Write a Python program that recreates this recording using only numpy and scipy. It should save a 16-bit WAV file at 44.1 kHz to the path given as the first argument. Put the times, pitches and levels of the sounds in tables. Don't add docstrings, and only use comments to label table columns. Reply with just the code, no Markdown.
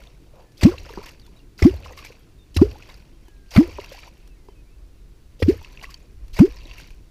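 import sys
import numpy as np
from scipy import signal
from scipy.fft import rfft, irfft, next_fast_len
from scipy.io import wavfile
from scipy.ndimage import uniform_filter1d, map_coordinates

SR = 44100
rng = np.random.default_rng(int(sys.argv[2]) if len(sys.argv) > 2 else 0)


def ratio(d):
    e = np.asarray(d, float) / 20
    return 10 ** e


def master(y):
    cut = np.clip(np.atleast_2d(y).T, -1, 1)
    pcm = np.round(cut * 32767)
    wavfile.write(sys.argv[1], SR, pcm.astype(np.int16))


N = 313265
TIME = np.arange(N) / SR

# (time [s], level [dB])
WIND = [(0, -51), (.4, -54), (1.0, -49.5), (1.45, -53.5), (2.2, -52), (2.5, -49.5), (3.0, -52),
        (3.55, -49.5), (4.4, -52), (5.0, -49), (6.0, -50.5), (6.3, -42.5), (6.75, -47.5), (7.1, -43)]
# (frequency [Hz], density [dB per Hz])
BUFFET_SPECTRUM = [(7.1, -24.5), (12, -0.5), (40, -2), (52, -1.5), (75, -14), (102, -14.5), (200, -58.5),
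                   (260, -70), (440, -120)]
LAP_SPECTRUM = [(71, -19.5), (120, -1), (204, -8), (226, -10.5), (329, -7), (427, -12), (800, -42),
                (1040, -70.5), (1760, -120)]
AIR_SPECTRUM = [(290, -42), (500, -2.5), (851, -5.5), (2850, -9.5), (3200, -10), (3910, -9.5),
                (5600, -11.5), (12700, -19), (15600, -17.5)]
# (frequency [Hz], level [dB])
WHINE = [(10287, -91)]
# (frequency [Hz], width [Hz], level [dB])
CASE_MODES = [(2733, 86, -6), (4650, 72, 1), (5400, 110, -12.5), (7860, 270, -26.5), (12320, 760, -9.5)]
# (last fall [s], first level [dB], last level [dB], dribble level [dB], gurgle re fizz [dB])
SHOWERS = [
    (1.1, -55, -50.5, -55.5, -4.5),
    (2.082, -55, -54, -53.5, -1.5),
    (2.93, -54, -57, -57, -1.5),
    (4.088, -49, -52.5, -63, -5),
    (5.955, -53, -62.5, -61, -6),
    (6.79, -55, -52, -49, -9.5),
]
# (time [s], fizz level [dB], gurgle level [dB])
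RIPPLES = [
    (0.384, -66, -53),
    (1.37, -71, -73),
    (2.418, -92, -80),
    (3.27, -70, -67),
    (4.2, -75, -76),
    (4.49, -80, -66),
    (6.285, -78, -78),
]
# (frequency [Hz], density [dB per Hz])
FIZZ_SPECTRUM = [(590, -51), (1000, 1), (1300, -19), (2500, -1), (3460, -11.5), (4660, -6), (5050, -18),
                 (5470, -7), (8860, -25.5), (13900, -19.5), (15600, -34)]
SWISH_SPECTRUM = [(250, -21.0), (500, 9.5), (1000, -3.0), (1500, -16.5), (3000, -45.5)]
# (time [s], peak level [dB], bubble
# pitch [Hz])
DROPS = [(0.572, -39, 3200), (0.579, -32, 4630), (0.611, -20.5, 2580), (0.6351, -13, 4600),
         (0.857, -32, 5150), (0.864, -37, 1900), (1.579, -31, 4800), (1.592, -29, 1460), (1.6, -31, 1350),
         (1.625, -11, 5320), (1.696, -26, 2800), (1.99, -31, 3840), (2.05, -29, 5900), (2.071, -33, 5200),
         (2.546, -31, 3050), (2.57, -22, 5500), (3.508, -28, 5730), (3.518, -43, 2800), (5.4265, -16, 4200),
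         (5.427, -15.5, 3350), (5.488, -26, 4730), (5.812, -36.5, 3970), (5.942, -30, 6300),
         (6.002, -51, 2600), (5.977, -44, 6800), (0.0725, -34, 3550), (0.781, -22, 2700),
         (0.852, -37, 1480), (0.8913, -28.5, 2700), (0.9385, -28.5, 1680), (1.062, -30, 2680),
         (1.091, -30.5, 2760), (1.2635, -42, 4350), (1.263, -48, 2750), (1.198, -54, 2600),
         (1.8467, -29, 2880), (1.9735, -33, 2250), (1.99, -25.5, 2740), (2.0482, -26, 2310),
         (2.824, -29.5, 2530), (2.89, -36, 4700), (3.801, -25.5, 2800), (3.8162, -29, 2080),
         (3.845, -26.5, 2770), (3.926, -45, 2200), (3.9896, -28.5, 2320), (4.032, -26.5, 2400),
         (5.6471, -27.5, 2670), (5.774, -25.5, 2660), (5.843, -19.5, 1970), (5.908, -36, 4700),
         (5.943, -20.5, 4500), (6.571, -33, 5100), (6.655, -29.5, 3830), (6.7125, -24, 2730),
         (6.782, -28, 2650),
         (0.784, -24, 4050), (1.198, -34.5, 4630), (1.773, -35, 4100), (1.933, -32, 1940),
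         (2.1231, -38, 2330), (2.943, -34, 4870), (3.7274, -41, 4620), (4.125, -46, 2300),
         (4.1709, -47, 2760), (4.276, -43.5, 5400), (5.58, -37, 1750), (5.746, -45, 1660),
         (5.814, -28, 2840), (6.799, -31.5, 1570), (6.8427, -36, 2140), (0.8, -31, 5700),
         (0.9593, -31, 4760), (1.03, -32, 2360), (1.04, -29, 4630), (1.047, -31, 5400), (1.11, -36, 4650),
         (1.2167, -40, 4430), (1.8, -44, 4520), (1.834, -31, 2570), (1.872, -32.5, 5400),
         (1.882, -33, 2620), (1.9243, -33, 6360), (2.061, -30, 2250), (2.062, -30, 4600),
         (2.0688, -26, 2380), (2.1538, -41, 2550), (2.649, -35, 4750), (2.703, -37, 5500),
         (2.7177, -34, 2600), (2.7965, -41, 2650), (2.9, -30.5, 3800), (3.693, -36, 2250),
         (3.755, -33, 2880), (3.7765, -32, 2550), (3.801, -30, 3900), (3.8443, -31, 5400),
         (3.883, -33, 2260), (3.893, -32, 4650), (3.9023, -32, 3130), (3.937, -38, 2200),
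         (3.9697, -31, 4550), (4.049, -42, 3850), (4.08, -38, 2300), (5.686, -53, 3050),
         (5.7069, -46, 2300), (5.796, -33, 2270), (5.79, -36, 2200), (5.853, -26, 2700), (5.921, -37, 2080),
         (5.943, -27.5, 3140), (6.0274, -43, 6920), (6.512, -37.5, 2710), (6.587, -33, 4710),
         (6.605, -35, 2640), (6.7644, -36, 2890), (6.905, -38, 2470)]
# (time [s], peak level [dB], bubble pitch
# [Hz], knock re peak [dB])
HEAVY_DROPS = [(0.336, -44, 580, -13), (0.72, -22, 460, -14), (0.864, -36, 540, 3), (0.892, -33, 915, -26),
               (0.904, -29.5, 440, -1.5), (0.935, -34, 390, -6.5), (0.974, -20.5, 350, 5),
               (0.977, -26.5, 190, -23), (0.99, -26, 406, -22), (1.017, -44, 1100, -20),
               (1.04, -39, 1050, -20), (1.07, -40, 960, -20), (1.254, -54, 1380, -20),
               (1.277, -48, 930, -20), (1.992, -38, 1150, -20), (2.022, -40, 1080, -20),
               (2.89, -41, 970, -24), (3.945, -36, 760, -23), (5.837, -32, 1070, -22.5),
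               (1.592, -45, 388, 13), (1.859, -32.5, 1020, -4), (1.975, -35.5, 1080, -14),
               (2.102, -34, 462, -6), (2.756, -34.5, 825, -14), (3.282, -40, 337, 1),
               (3.785, -23.5, 570, 10), (3.789, -22, 390, -15), (3.918, -28.5, 530, -25),
               (3.978, -38, 940, -13), (4.076, -41.5, 946, 6), (4.486, -33, 381, 5.5),
               (5.401, -29, 477, -21.5), (5.422, -13.5, 275, -3), (5.445, -38, 400, -20),
               (5.462, -25, 430, -17), (5.513, -21.5, 454, -21), (5.526, -26, 393, -23),
               (5.54, -28, 470, -26), (2.588, -29.5, 1090, -20), (2.597, -28, 554, -20),
               (2.654, -24, 434, -21), (5.614, -40.5, 880, -20), (2.669, -26, 408, -26),
               (0.714, -34, 1370, -17), (0.738, -34.5, 1060, -33), (0.745, -32, 520, -14),
               (0.852, -45, 1367, -19.5), (5.87, -44, 1110, -20.5), (6.475, -28, 424, -26),
               (5.813, -43, 880, -9), (5.89, -38, 1080, -14.5), (6.337, -48, 401, -17),
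               (6.467, -35, 410, -22), (6.655, -35, 300, -23)]
# (time [s], peak level [dB])
TICKS = [(0.6115, -39), (0.52, -58), (5.9415, -53), (6.003, -60), (1.06, -43), (1.0904, -47), (1.1972, -54),
         (1.265, -51), (1.99, -50), (2.0494, -40), (2.1235, -57), (2.9417, -52), (3.283, -52),
         (3.8445, -48), (3.926, -45), (3.9883, -48), (4.2752, -52.5), (5.8273, -47), (5.8416, -46),
         (5.9075, -48), (6.2806, -50.5), (6.782, -44), (6.7994, -45), (6.9055, -50)]
# (frequency [Hz], density [dB per Hz])
TICK_SPECTRUM = [(5000, 7), (8000, 0.5), (13000, 0.0), (15500, -12.0)]
# (time [s], length [s], first pitch [Hz], last pitch [Hz], level [dB])
BIRDS = [(0.449, 0.1, 1780, 1730, -67), (1.211, 0.073, 4280, 3460, -60), (1.398, .014, 2800, 2790, -54),
         (2.198, 0.041, 3250, 3220, -67), (2.386, 0.058, 3750, 3600, -59.5),
         (3.117, 0.059, 2870, 3220, -67), (3.267, 0.37, 1714, 1580, -64.5), (3.253, 0.06, 3350, 3000, -65),
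         (4.286, 0.064, 2870, 2590, -62), (4.358, 0.12, 2350, 2020, -68), (4.482, 0.06, 3250, 3050, -65),
         (4.55, .07, 2640, 2510, -62.5), (4.635, .1, 2160, 2190, -73), (4.668, 0.035, 2330, 2360, -65),
         (4.693, 0.066, 2440, 2650, -67), (4.19, 0.077, 3000, 3200, -74), (4.21, 0.064, 2560, 2630, -70),
         (4.335, 0.055, 1920, 1850, -68.5), (4.486, 0.027, 2010, 2060, -67),
         (4.927, 0.057, 2800, 2710, -70)]
# (time [s], length [s], top after [s], top pitch [Hz], droop [Hz per ms squared], level [dB])
ARCHED_WHISTLE = (1.36, .04, .016, 3950, 1.9, -55)
# (time [s], level [dB], decay t60 [s])
CUTS = [
    (.571, -48, 0.41),
    (1.579, -43.5, 0.44),
    (2.541, -42.5, 0.49),
    (3.504, -42, 0.23),
    (5.391, -45, 0.38),
    (6.328, -44, 0.44),
]
# (time [s], hiss level [dB], decay t60 [s], low froth re hiss [dB])
TEARS = [(0.611, -29, 0.089, -1), (0.638, -31, 0.29, 0.5), (1.588, -41, 0.26, -8), (1.632, -33, 0.28, -0.5),
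         (2.578, -55, 0.21, 16), (2.61, -36.5, 0.17, -2), (3.535, -38, 0.36, -7), (3.58, -35, 0.15, 1),
         (3.6, -56, 0.25, 10), (5.431, -46, 0.12, 8), (5.467, -44, 0.19, 1), (5.482, -35.5, 0.21, -3),
         (5.824, -36.5, 0.1, 0), (6.338, -45, 0.4, -8), (.585, -58, 0.23, 12), (3.511, -44, 0.36, -5),
         (4.483, -52, 0.045, -6), (2.613, -50, 0.048, 21), (6.364, -39, 0.29, 4.5),
         (6.401, -29.5, 0.075, 3), (6.452, -41.5, 0.083, -8), (0.623, -32.5, 0.05, 10),
         (.71, -54, 0.15, 14), (.65, -42, 0.04, 8), (.778, -45, 0.076, -9.5), (.85, -49.5, 0.12, 4),
         (.889, -44, 0.15, -4), (0.971, -50.5, 0.2, 13), (1.027, -45, 0.092, -9), (1.082, -46, 0.064, -8),
         (1.84, -44, 0.17, -5), (1.056, -42, 0.14, -23), (1.92, -50, 0.058, -16), (1.971, -42, 0.23, -22),
         (2.038, -40.5, 0.13, -23), (2.586, -55, 0.043, 13), (2.821, -48, 0.11, -14),
         (2.886, -46, 0.19, 0.5), (3.548, -33, 0.078, 10), (3.727, -58, 0.045, -15),
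         (3.794, -45.5, 0.15, 3), (3.918, -43.5, 0.29, -13), (4.045, -50, 0.046, -1),
         (5.898, -41, 0.11, -16), (6.77, -47, 0.31, -25)]
# (frequency [Hz], density [dB per Hz])
TORN_SPECTRUM = [(820, -35), (1400, -7.5), (2120, 1.5), (3760, -9), (4690, -6), (5030, -5), (8670, -21.5),
                 (13900, -20), (15600, -30)]
FROTH_SPECTRUM = [(250, -21.5), (550, 4.5), (1100, 1.5), (1700, -9.0), (3000, -41.5)]
# (time [s], peak level [dB], cup pitch [Hz], cup re peak [dB], dull part re
# sharp crack [dB])
SLAPS = [
    (0.632, -11.5, 306, -2, -19),
    (1.623, -13, 350, 2, -12),
    (2.5658, -14.5, 298, -2, -17),
    (3.562, -11, 310, -5, -5.5),
    (3.5726, -17.5, 396, -14, -1),
    (5.4236, -13, 473, 2, -18),
    (6.39, -17, 393, -2, 2),
]
SLAP_TREBLE_DB = [
    5,
    -2,
    4.5,
    -12,
    -9,
    -4.5,
    2,
]
# (frequency [Hz], density [dB per Hz])
CRACK_SPECTRUM = [(410, -5.5), (700, -0.5), (931, -13), (2400, 0.5), (3590, -9), (4650, -7), (7430, -21.5),
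                  (12800, -27), (15600, -28.5)]
DULL_SPECTRUM = [(400, -14.5), (800, -2.0), (1400, -0.5), (2200, -29)]
# (time [s], pitch [Hz], level [dB], decay t60 [s])
TUBE_BOOMS = [
    (0.634, 88, -4, 0.08),
    (1.626, 79.3, -4, 0.18),
    (2.568, 84.4, -11, 0.72),
    (3.564, 84, -5, 0.093),
    (5.4263, 88.4, -10, 0.31),
    (6.3927, 81.7, -9, 0.091),
]
# (tube level [dB], tube decay t60 [s], slosh level [dB], slosh decay t60 [s])
SETTLING = [
    (-24, 0.47, -20.5, 0.2),
    (-22.5, 0.62, -20.5, 0.19),
    (-19, 0.35, -30.5, 0.28),
    (-33.5, 0.91, -27.5, 0.37),
    (-20, 0.3, -21, 0.16),
    (-42, 0.29, -23.5, 0.24),
]
# (frequency [Hz], density [dB per Hz])
TUBE_SPECTRUM = [(30, -34), (55, 6.5), (85, 5.5), (130, -12), (250, -73)]
SLOSH_SPECTRUM = [(150, -24), (300, 1.5), (430, -5.0), (570, -16.0), (900, -27.0), (1600, -27.0), (3000, -59.5)]
# (time [s], first pitch [Hz], last pitch [Hz], glide time [s], level [dB])
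CAVITIES = [
    (0.647, 96.4, 387, 0.02, 5),
    (1.6501, 138, 384, 0.013, 0),
    (2.6148, 124, 422, 0.0066, 0),
    (3.576, 111, 355, 0.018, 1),
    (5.48, 168, 457, 0.0139, -5),
    (6.3964, 90.6, 537, 0.05, 4),
]
# (opening time [s], life [s], abruptness of the fade [1], pinched off after [s])
CAVITY_SHAPES = [
    (0.0041, 0.017, 1.03, 0.056),
    (0.0014, 0.027, 1.93, 0.11),
    (0.00099, 0.017, 2.05, 0.034),
    (0.003, 0.031, 1.53, 0.084),
    (0.0027, 0.03, 2.7, 0.03),
    (0.0073, 0.033, 1, 0.063),
]


def unit(x):
    return x / np.sqrt(np.mean(x ** 2) + 1e-20)


def wobble(rate):
    return map_coordinates(rng.standard_normal(int(N * rate / SR) + 4), [TIME * rate])


def filtered(x, response):
    m = next_fast_len(N + 8192)
    return irfft(rfft(x, m) * response(np.fft.rfftfreq(m, 1 / SR)), m)[:N]


def above(x, edge_hz):
    return filtered(x, lambda hz: 1 / (1 + (edge_hz / (hz + 1)) ** 6))


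def noise(spectrum, patchy_db=0):
    f, db = np.transpose(spectrum)
    z = signal.stft(rng.standard_normal(N + 256), nperseg=256)[2]
    blotch = uniform_filter1d(rng.standard_normal(z.shape), size=3, axis=0)
    blotch = uniform_filter1d(blotch, size=4, axis=1)
    white = signal.istft(z * ratio(patchy_db * unit(blotch)), nperseg=256)[1][:N]
    return unit(filtered(white, lambda hz: ratio(np.interp(np.log(hz + 1), np.log(f), db))))


def add(track, s, sound):
    part = track[round(s * SR):][:len(sound)]
    part += sound[:len(part)]


def stretch(s, t):
    return slice(round(s * SR), round(s * SR) + len(t))


def impulses(s, db):
    return np.bincount(np.round(s * SR).astype(int), ratio(db), N)


def fading(ticks, seconds):
    return signal.lfilter([1], [1, -np.exp(-1 / (seconds * SR))], ticks)


def bubbles(s, db, hz, cycles, rise):
    t = np.arange(1024) / SR
    age = t * (hz / cycles)[:, None]
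    tone = np.sin(2 * np.pi * hz[:, None] * t * (1 + rise * age / 2))
    size = np.exp(-3 * age) * (1 - np.exp(-14 * age)) * np.cos(np.pi / 2 * t / t[-1])
    wave = ratio(db)[:, None] * tone * size
    at = np.round(s * SR).astype(int)[:, None] + np.arange(len(t))
    return np.bincount(at.ravel(), wave.ravel(), N + SR)[:N]


def housing(x):
    def response(f):
        peaks = sum(ratio(db) * 1j * f * w / (c * c - f * f + 1j * f * w) for c, w, db in CASE_MODES)
        return 0.74 + 0.63 * peaks
    return filtered(x, response)


def rocking():
    widest_s = 0.13
    ages = [np.maximum(TIME - s, 0) / widest_s for s, *_ in CAVITIES]
    return sum(u * np.exp(1 - u) for u in ages)


def river():
    rock = rocking()
    wake = np.exp(-((TIME - 1.4) / 0.9) ** 2)
    buffet_db = np.interp(TIME, *np.transpose(WIND)) + 2 * rock
    lap_db = -59.5 + 4 * rock + 2.5 * wake
    buffet = ratio(buffet_db + 5.5) * unit(ratio(0.87 * wobble(7.3)) * noise(BUFFET_SPECTRUM))
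    lap = ratio(lap_db + 2.0) * unit(ratio(1.8 * wobble(29.0)) * noise(LAP_SPECTRUM))
    air = ratio(-65.5) * noise(AIR_SPECTRUM)
    flutter_db = 8 + 5 * np.sin(2 * np.pi * 24 * TIME)
    whine = sum(ratio(db + flutter_db) * np.sin(2 * np.pi * hz * TIME) for hz, db in WHINE)
    return buffet + lap + air + whine


def showers():
    flight_s, rise_db_per_s, stop_s, drain_db_per_s = 0.09, 137, 0.004, 103.5
    ripple_s = 0.06
    fizz = ratio(-74.5) + ratio(-55.5 - drain_db_per_s * TIME)
    gurgle = ratio(2) * fizz
    for (s, *_), (end, first_db, last_db, dribble_db, gurgle_db) in zip(CAVITIES, SHOWERS):
        start = s + flight_s
        fall_db = np.interp(TIME, [start - 1, start, end, end + stop_s, end + stop_s + 1],
                            [first_db - rise_db_per_s, first_db, last_db,
                             dribble_db, dribble_db - drain_db_per_s])
        fizz = fizz + ratio(fall_db)
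        fade_db = 1.5 * np.clip((TIME - start) / (end - start), 0, 1)
        gurgle = gurgle + ratio(fall_db + gurgle_db - fade_db)
    for s, fizz_db, gurgle_db in RIPPLES:
        swell = np.exp(-((TIME - s) / ripple_s) ** 2)
        fizz = fizz + ratio(fizz_db) * swell
        gurgle = gurgle + ratio(gurgle_db) * swell
    return fizz, gurgle * ratio(3.1 * wobble(23))


def patter(per_second, seconds):
    draw = rng.random((2, N))
    return fading((draw[0] < per_second / SR) * ratio(15.6 * draw[1]), seconds)


def spray():
    fizz_size, gurgle_size = showers()
    place, pitch, size, ring = rng.random((4, 2700))
    s, size_db = place * (N - 1) / SR, 15 * size
    a, b = slice(0, 1700), slice(1700, None)
    tiny = unit(bubbles(s[a], size_db[a], 1200 * 6.0 ** pitch[a], 5 + 12 * ring[a], rise=0.072))
    fat = unit(bubbles(s[b], 0.77 * size_db[b], 420 * 4.1 ** pitch[b], 4 + 8 * ring[b], rise=0.26))
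    bed = housing(noise(FIZZ_SPECTRUM, patchy_db=2.5))
    top = above(bed, 7000)
    hiss = (bed - top) * unit(2.4 + patter(240, 0.002)) + top * unit(0.27 + patter(67, 0.0014))
    fizz = unit(ratio(1.04 * wobble(22)) * (hiss + ratio(-6.5) * housing(tiny)))
    swish = noise(SWISH_SPECTRUM, patchy_db=1.0)
    gurgle = unit(fat + ratio(6.5) * swish)
    return fizz_size * fizz + ratio(-2.0) * gurgle_size * gurgle


def drops():
    s, db, hz = np.transpose(DROPS)
    small = bubbles(s, db - 8.5, hz, 7.6 + hz * 0.0055, rise=0.03)
    small = small + bubbles(s, db - 5.0, 1.06 * hz, np.full(len(s), 5.5), rise=-0.048)
    struck = impulses(s, db - 28.0)
    splat = (fading(struck, 0.006) - fading(struck, 0.0014)) * housing(noise(FIZZ_SPECTRUM))
    tick_s, tick_db = np.transpose(TICKS)
    ticks = impulses(s, db - 43) + impulses(tick_s, tick_db + 1.0)
    click = fading(ticks, 0.0038) * noise(TICK_SPECTRUM)
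    s, db, hz, knock_db = np.transpose(HEAVY_DROPS)
    knock = bubbles(s, db + knock_db - 7.0, 900 + 0.069 * hz, np.full(len(s), 7.), rise=0.042)
    heavy = bubbles(s, db + 0.5, hz, hz * 0.019, rise=0.08)
    return small + splat + click + knock + heavy


def birds():
    out = np.zeros(N)

    def whistle(s, t, length, hz, db):
        edges = np.clip(np.minimum(t, length - t) / 0.0051, 0, 1)
        add(out, s, ratio(db) * edges * np.sin(2 * np.pi * np.cumsum(hz) / SR))

    for s, length, first_hz, last_hz, db in BIRDS:
        t = np.arange(0, length, 1 / SR)
        hz = last_hz + (first_hz - last_hz) * (1 - t / length) ** 3.25
        whistle(s, t, length, hz, db - 2 * t / length)
    s, length, top_s, top_hz, droop, db = ARCHED_WHISTLE
    t = np.arange(0, length, 1 / SR)
    whistle(s, t, length, top_hz - droop * (1000 * (t - top_s)) ** 2, db - 150 * t)
    return out * ratio(-2.0 + 0.84 * wobble(68))


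def tearing():
    high, low, edge = np.zeros((3, N))
    t = np.arange(SR // 3) / SR
    for s, db, t60, froth_db in TEARS:
        size = ratio(db - 60 * t / t60) * (1 - np.exp(-t / 0.0045))
        add(high, s, size)
        add(low, s, ratio(froth_db) * size)
    for s, db, t60 in CUTS:
        add(edge, s, ratio(db - 60 * t / t60) * (1 - np.exp(-t / 0.0068)))
    hiss = unit(housing(noise(TORN_SPECTRUM, patchy_db=3.0)) * ratio(1.3 * wobble(250)))
    froth = noise(FROTH_SPECTRUM, patchy_db=8.5)
    bright = unit(above(hiss[::-1], 2660))
    return high * hiss + low * froth + edge * bright


def slaps():
    out, t = np.zeros(N), np.arange(SR // 10) / SR
    sharp = housing(noise(CRACK_SPECTRUM, patchy_db=-6.0))
    dull = noise(DULL_SPECTRUM)
    treble = above(sharp, 2770)
    u = t / 0.0074
    burst = u ** 2.44 * np.exp(-3.3 * u)
    for (s, db, hz, cup_db, dull_db), treble_db in zip(SLAPS, SLAP_TREBLE_DB):
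        here = stretch(s, t)
        ragged = (sharp + (ratio(treble_db) - 1) * treble)[here]
        crack = unit(burst * ragged) + ratio(dull_db) * unit(burst * dull[here])
        cup = np.sin(2 * np.pi * hz * t) * np.exp(-u ** 3) * (1 - np.exp(-6 * u))
        add(out, s - .0025, ratio(db - 21.0) * crack + ratio(db + cup_db) * cup)
    return out


def hull():
    out, t = np.zeros(N), np.arange(SR // 2) / SR
    shake = noise(TUBE_SPECTRUM)
    slosh = noise(SLOSH_SPECTRUM, patchy_db=5.5)
    for (s, hz, db, t60), (opens, *_) in zip(TUBE_BOOMS, CAVITIES):
        choke_db = 450 * np.maximum(t + s - opens, 0)
        add(out, s, -ratio(db - 60 * t / t60 - choke_db) * np.sin(2 * np.pi * hz * t))
    for (s, *_), (tube_db, tube_t60, slosh_db, slosh_t60) in zip(CAVITIES, SETTLING):
        here = stretch(s, t)
        mutter = ratio(tube_db - 60 * t / tube_t60) * shake[here]
        mutter = mutter + ratio(slosh_db - 60 * t / slosh_t60) * slosh[here]
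        add(out, s, (1 - np.exp(-(t / 0.024) ** 2)) * mutter)
    return out


def plops():
    out, t = np.zeros(N), np.arange(SR // 4) / SR
    pocket = ratio(-18 - 60 * t / 0.18)
    for (s, first_hz, last_hz, glide, db), (opening, life, abrupt, pinch) in zip(CAVITIES, CAVITY_SHAPES):
        turns = last_hz * t - (last_hz - first_hz) * glide * (1 - np.exp(-t / glide))
        opened = 1 - np.exp(-(t / opening) ** 1.48)
        shutting = np.exp(-(t / life) ** abrupt - (t / pinch) ** 12)
        add(out, s, -ratio(db) * opened * (shutting + pocket) * np.sin(2 * np.pi * turns))
    return out


def scene():
    background = river() + spray() + drops() + birds()
    strokes = tearing() + slaps() + hull() + plops()
    return (background + strokes)[None]


def band_limit(x):
    return signal.sosfilt(signal.butter(12, 15710, fs=SR, output="sos"), x)


def record(dry):
    heard = signal.lfilter(*signal.butter(1, 16, "high", fs=SR), dry)
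    soft = heard / (1 + abs(heard / 0.93) ** 9) ** (1 / 9)
    mix = filtered(soft[0], lambda hz: np.clip((15800 - hz) / 400, 0, 1) ** 2)[None]
    return band_limit(mix)


dry = scene()
out = record(dry)
master(out)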